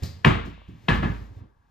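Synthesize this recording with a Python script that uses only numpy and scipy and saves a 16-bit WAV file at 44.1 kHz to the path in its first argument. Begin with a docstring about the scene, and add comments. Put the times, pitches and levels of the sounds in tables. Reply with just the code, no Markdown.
"""Rubber ball on a hard floor

A big air-filled ball bounces in a small bare room, heard on a close pair of microphones, then is caught.
Each landing is a noise slap of the skin, a thump as the ball squashes and a ring of decaying air modes.
Hand pats are dulled thuds and brushes, the first with low swells after it; nudges and rubbing steady it.
The contacts have fading noise echoes, each landing adds a low boom, and a quiet room tone lies below."""
import sys
import numpy as np
from scipy import signal
from scipy.fft import rfft, irfft, next_fast_len
from scipy.io import wavfile

SR = 44100
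rng = np.random.default_rng(int(sys.argv[2]) if len(sys.argv) > 2 else 0)


def unload_audio(sound):
    """Save the sound as a 16-bit wav file, at the path given as the first command line argument."""
    columns = np.transpose(np.atleast_2d(sound))
    # keep every value between -1 and 1, then stretch to whole-number steps
    steps = np.round(np.clip(columns, -1, 1) * 32767)
    wavfile.write(sys.argv[1], SR, steps.astype(np.int16))


N = 74970
T = np.arange(N) / SR
SIZE = 2 * next_fast_len(N)
HZ = np.maximum(np.fft.rfftfreq(SIZE, 1 / SR), 1)

# Landings on the floor [t/s, slap level/dB, slap fall/s, crack level/dB re slap, slap low-pass f/Hz,
# thump level/dB, squash/s, rebound level/dB, boom level/dB, air ring level/dB, high ping level/dB]
BOUNCES = [(.246, -14.5, 0.0054, 6, 8070, -14, 0.016, -4.5, -21, -21.5, -37.5),
           (.883, -17.5, 0.0087, 4, 6400, -19, 0.0063, -41.5, -18, -35, -20),
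           (1.021, -25.5, 0.019, -33.5, 2080, -23, 0.03, -17, -23, -52, -30.5)]
# Slap of the skin [f/Hz, relative level/dB per Hz]
SLAP = [(150, -6.5), (400, -0.5), (560, -5), (1050, -1.5), (1450, -1), (1800, -4.5), (2500, -8.5),
        (3200, -12), (4200, -19.5), (5600, -29.5), (8200, -28), (10000, -56.5), (12500, -29), (15500, -38)]
SLAP_RISE_S, SLAP_WET_DB = 0.0079, -1
# First crack of skin on floor [f/Hz, relative level/dB per Hz]
CRACK = [(200, -16), (750, 2), (1400, 1), (2500, 0.5), (3400, -5.5), (4800, -17.5), (6000, -30),
         (9500, -49.5), (15000, -46.5)]
CRACK_AFTER_S, CRACK_WIDTH_S = 0.0036, 0.0025
# Thump of the squashed ball, also under pats and nudges [f/Hz, relative level/dB per Hz]
THUMP = [(25, -33), (45, -36), (70, -9.5), (115, -4), (170, -4), (260, -7), (360, -12), (520, -28.5),
         (1200, -72.5)]
THUMP_FALL_S, THUMP_WET_DB = 0.024, -1.5
# Low modes of ball and room, also in the pats and swells [f/Hz, level/dB, t60/s]
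BODY = [(85.1, -6.5, 0.63), (110.96, 4.5, 0.31), (140.9, -7, 0.098), (164.3, -5.5, 0.25),
        (204.4, -10.5, 0.5), (236.4, -3, 0.28), (285.6, -14.5, 0.44), (325, -20.5, 0.45)]
BODY_RISE_S, BODY_DB = 0.026, 1  # level re the thump
# First push of air as the ball flattens; level re the thump
PUSH_S, PUSH_HZ, PUSH_WIDTH_S, PUSH_DB = 0.009, 181, 0.0033, 3.5
REBOUND_S, REBOUND_HZ, REBOUND_WIDTH_S = 0.02304, 133, 0.0075
# Air inside the ball [f/Hz, level/dB, t60/s]
AIR = [(367, 1.5, .36), (460, -9, .28), (660, -5, .3), (877, -9, .33), (1071, -4, .32), (1305, -12, .33),
       (1776, -7, .33), (2211, -7, .3), (2329, -9, .32), (2499, -10, .32), (2866, -8, .26)]
# High pings of the taut ball [f/Hz, level/dB, t60/s]
PING = [(1019, -8.5, 0.25), (1696, 0.5, 0.27), (1724, -5.5, 0.33), (1780, -13.5, 0.51), (2016, -6, 0.16)]
# Weak, long after-ring of the many high air modes [f/Hz, relative level/dB per Hz]
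SHIMMER = [(500, -39), (1000, -0.5), (1700, -7), (2800, -2), (3900, -10.5), (5500, -31), (9000, -49)]
SHIMMER_DB, SHIMMER_T60_S = -27.5, 1.274  # level re the slap; decay before the catch
CAUGHT_S, CAUGHT_T60_S = 0.89, 0.33  # extra damping of the after-ring from the catch on
BOOM_HZ, BOOM_T60_S, BOOM_RISE_S = 55.97, 0.8, 0.026


def landings():
    """Skin slaps the floor, the ball squashes and rebounds, air and room ring; hands damp the shimmer."""
    out = 0
    boom = ring([(BOOM_HZ, 0, BOOM_T60_S)]) * rise(BOOM_RISE_S)
    hand_damping = 1000 ** (-np.maximum(T - CAUGHT_S, 0) / CAUGHT_T60_S)
    for (s, slap_db, fall_s, crack_db, dull_hz, thump_db, squash_s,
         rebound_db, boom_db, air_db, ping_db) in BOUNCES:
        crack_shape = np.exp(-((T - CRACK_AFTER_S) / CRACK_WIDTH_S) ** 2)
        crack = undb(crack_db) * noise(CRACK) * crack_shape
        skin = burst(SLAP, SLAP_RISE_S, fall_s, SLAP_WET_DB)
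        slap = dull(crack + skin, dull_hz, order=1)

        squash = burst(THUMP, squash_s, THUMP_FALL_S, THUMP_WET_DB)
        body = undb(BODY_DB) * ring(BODY) * rise(BODY_RISE_S)
        push = undb(PUSH_DB) * swing(PUSH_S, PUSH_HZ, PUSH_WIDTH_S)
        thump = squash + body - push
        rebound = undb(rebound_db) * swing(REBOUND_S, REBOUND_HZ, REBOUND_WIDTH_S)

        hollow = (undb(air_db) * ring(AIR) + undb(ping_db) * ring(PING)) * rise(SLAP_RISE_S)
        shimmer = undb(slap_db + SHIMMER_DB) * noise(SHIMMER) * 1000 ** (-T / SHIMMER_T60_S)
        landing = undb(slap_db) * slap + undb(thump_db) * thump + rebound + undb(boom_db) * boom + hollow
        out = out + at(landing, s) + hand_damping * at(shimmer, s)
    return out


# Hand pats on the ball; the rows at 0.076 and 0.138 s are low swells of its ringing after the first pat
# [t/s, thud level/dB, onset/s, low-pass f/Hz of thud and wobble, wobble level/dB, skin brush level/dB]
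PATS = [(.020, -23, .005, 139, -21.5, -41), (0.076, -38.5, 0.012, 108.8, -35, -67),
        (0.138, -39.5, 0.02, 108.8, -36.5, -73.5), (0.448, -29.5, 0.024, 430, -40.5, -47.5),
        (.678, -36.5, 0.012, 430, -42.5, -59.5), (0.721, -41.5, 0.015, 265.5, -40, -78.5),
        (0.834, -43.5, 0.015, 200, -48, -78), (0.937, -29, .008, 286, -32, -40.5),
        (0.967, -21.5, 0.0037, 215, -25, -63.5)]
PAT_FALL_S = 0.022
# Skin brush and rustle [f/Hz, relative level/dB per Hz]
FINGER = [(200, 15.5), (1000, 1), (2000, 0), (3400, -5), (4700, -6.5), (5900, -10.5), (7000, -11),
          (8800, -16), (10000, -37), (12500, -10), (15500, -39)]
# Sliding of hands and clothes [t/s, level/dB]
RUSTLE = [(0, -52), (.2, -58), (.6, -72), (.74, -63.5), (.85, -55.5), (1.1, -48), (1.26, -56),
          (1.31, -62.5), (1.39, -59.5), (1.5, -105), (1.63, -79), (1.7, -74)]
# Fingertip click on the skin [f/Hz, relative level/dB per Hz]
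TAP_COLOUR = [(500, -4.5), (3000, -11), (4600, 2), (5900, -7), (7200, -7), (8800, -12), (10000, -30),
              (12500, -7.5), (15500, -20)]
TAP_S, TAP_DB = 0.0325, -33


def pats_and_rustle():
    """Pats and low swells: thud, wobble and skin brush; a fingertip clicks; hands and clothes rustle."""
    rustle = noise(FINGER) * undb(np.interp(T, *np.array(RUSTLE).T))
    out = rustle
    for s, thud_db, onset_s, dull_hz, wobble_db, brush_db in PATS:
        thud = undb(thud_db) * burst(THUMP, onset_s, PAT_FALL_S, wet_db=-11.0)
        modes = undb(-6.0) * ring(BODY) * rise(onset_s)
        wobble = undb(wobble_db) * (modes + swing(after_s=0.012, hz=91, width_s=0.013))
        brush = undb(brush_db) * burst(FINGER, rise_s=0.0027, fall_s=0.03, wet_db=2.0)
        out = out + at(dull(thud + wobble, dull_hz) + brush, s)
    tap = undb(TAP_DB) * burst(TAP_COLOUR, rise_s=0.002, fall_s=0.004, wet_db=-7.0)
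    return out + at(tap, TAP_S)


# Short pushes on the held ball [t/s, level/dB]
NUDGES = [(1.099, -20.5), (1.222, -33), (1.317, -36), (1.376, -33), (1.420, -34), (1.454, -45)]
NUDGE_HZ, NUDGE_WIDTH_S, NUDGE_THUD_DB = 99, 0.01, -14.5  # thud level re the push


def nudges():
    """The held ball is nudged into place: each push is a short swing of pressure and a dull thud."""
    out = 0
    for s, db in NUDGES:
        push = swing(s, NUDGE_HZ, NUDGE_WIDTH_S)
        thud = noise(THUMP) * rise(NUDGE_WIDTH_S) * np.exp(-T / PAT_FALL_S)
        out = out + undb(db) * (push + undb(NUDGE_THUD_DB) * at(thud, s))
    return out


# Skin dragging on the floor as the ball is steadied [t/s, level/dB]
DRAG = [(1.0, -88), (1.15, -50.5), (1.3, -59), (1.43, -55), (1.49, -63.5), (1.54, -99), (1.7, -102)]
# Its colour [f/Hz, relative level/dB per Hz]
DRAG_COLOUR = [(60, -7.5), (300, 5.5), (550, -9.5), (1100, -10), (2000, -20.5), (4000, -28.5),
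               (9000, -53.5)]


def drag():
    """The held ball rubs softly on the floor: coloured friction noise with a moving level."""
    times, levels_db = np.array(DRAG).T
    return noise(DRAG_COLOUR) * np.interp(T, times, undb(levels_db), left=0)


# Faint dry ticks [t/s, level/dB]
TICKS = [(.578, -38), (0.617, -38)]


def ticks():
    """Small dull clicks: very short swings of pressure with no echo."""
    tick = swing(after_s=0.00084, hz=685, width_s=0.00046)
    return sum(undb(db) * at(tick, s) for s, db in TICKS)


# Quiet of the room [f/Hz, relative level/dB per Hz]
QUIET = [(15, -42.5), (25, -6.5), (86, -3), (573, -33), (927, -17), (1280, -23.5), (1630, -22),
         (1960, -35.5), (10000, -51)]
QUIET_DB = -64


def room_tone():
    """Steady, mostly low noise under everything."""
    return undb(QUIET_DB) * noise(QUIET)


# Decay of the small bare room [f/Hz, t60/s]
ROOM = [(60, 0.12), (150, 0.6), (400, 0.25), (1000, 0.38), (2500, 0.46), (5000, 0.39), (9000, 0.3),
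        (15000, 0.26)]
ROOM_BUILD_S = 0.0095


def room_tail(spectrum):
    """Diffuse echo: every octave band of noise fades with the decay time of the room."""
    source, out = rfft(noise(spectrum), SIZE), 0
    octaves = np.arange(4, 15)  # band centres at 2 ** k Hz
    for k in octaves:
        share = np.interp(np.log2(HZ), octaves, octaves == k)  # overlapping triangular bands
        band = irfft(source * share)[:N]
        out = out + band * 1000 ** (-T / curve(ROOM, 2. ** k))
    return out * rise(ROOM_BUILD_S)


def burst(spectrum, rise_s, fall_s, wet_db):
    """A short contact noise with its echo, both under the same smooth onset."""
    contact = noise(spectrum) * np.exp(-np.maximum(T - rise_s, 0) / fall_s)
    echo = undb(wet_db) * room_tail(spectrum)
    return rise(rise_s) * (contact + echo)


def swing(after_s, hz, width_s):
    """Brief swing of air pressure, a sine under a bell-shaped envelope centred at after_s."""
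    t = T - after_s
    return np.sin(2 * np.pi * hz * t) * np.exp(-(t / width_s) ** 2)


def ring(modes):
    """Struck modes, each dying at its own rate."""
    return sum(undb(db - 60 * T / t60) * np.sin(2 * np.pi * hz * T) for hz, db, t60 in modes)


def noise(spectrum):
    """Noise of rms 1 with the given colour."""
    x = irfft(rfft(rng.standard_normal(SIZE)) * undb(curve(spectrum)))[:N]
    return x / x.std()


def dull(x, hz, order=2):
    """Low-pass: a softer contact."""
    return signal.sosfilt(signal.butter(order, min(hz, SR / 2 - 100), fs=SR, output="sos"), x)


def rise(s):
    """Smooth onset lasting about s seconds."""
    return 1 - np.exp(-(T / s) ** 2)


def at(x, s):
    """Start a sound at s seconds."""
    return np.concatenate([np.zeros(max(int(s * SR), 0)), x])[:N]


def curve(table, hz=HZ):
    """Read (f/Hz, value) points on a log-frequency axis."""
    f, v = np.array(table, float).T
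    return np.interp(np.log(hz), np.log(f), v)


def undb(db):
    """Decibels to gain."""
    return 10 ** (np.asarray(db) / 20)


# Close microphone pair, left minus right [f/Hz, level/dB]
TILT = [(60, -2.1), (110, -2.3), (200, -2.2), (380, 1.5), (520, 11), (700, 11), (1290, 2.5), (2380, 4),
        (4400, 6), (8120, 0), (15000, 0)]
# Phase by which left leads right [f/Hz, phase/rad]
LEAD = [(60, 0.5), (160, 0.3), (300, 0.64), (450, 1.82), (690, -1), (1030, -1.1), (1460, -2.5),
        (1720, 0.34), (2930, 0.73), (4900, 0.28), (8000, 2), (12500, 1.76)]
# Part unrelated between left and right, re the common part [f/Hz, level/dB]
SPREAD = [(100, -21), (250, -20.5), (500, -2), (1000, -8.5), (2000, -16), (4000, -8), (12000, -20)]
SCATTER_S = 0.06


def microphones(x):
    """Two close microphones hear one sound with their own colour, phase and a short random scatter."""
    scatter = rng.standard_normal(N) * np.exp(-T / SCATTER_S)
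    apart = rfft(scatter / np.linalg.norm(scatter), SIZE) * undb(curve(SPREAD))
    lean = undb(curve(TILT) / 2)  # half the difference to each side
    turn = np.exp(1j * curve(LEAD) / 2)
    sound = rfft(x, SIZE) / np.sqrt((lean ** 2 + lean ** -2) / 2)  # keeps the mean power of the pair
    left = sound * (1 + apart) * lean * turn
    right = sound * (1 - apart) / lean / turn
    return irfft(np.array([left, right]))[:, :N]


def scene():
    """Ball and hands over the quiet of the room, heard by the close pair."""
    ball = landings() + nudges() + drag()
    return microphones(ball + pats_and_rustle() + ticks() + room_tone())


TOP_HZ = 15200


def record(dry):
    """The recorder rounds peaks near full scale and cuts the top with a steep low-pass."""
    rounded = dry / (1 + dry ** 8) ** (1 / 8)
    return signal.sosfilt(signal.ellip(8, .2, 70, TOP_HZ, fs=SR, output="sos"), rounded)


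dry = scene()
out = record(dry)
unload_audio(out)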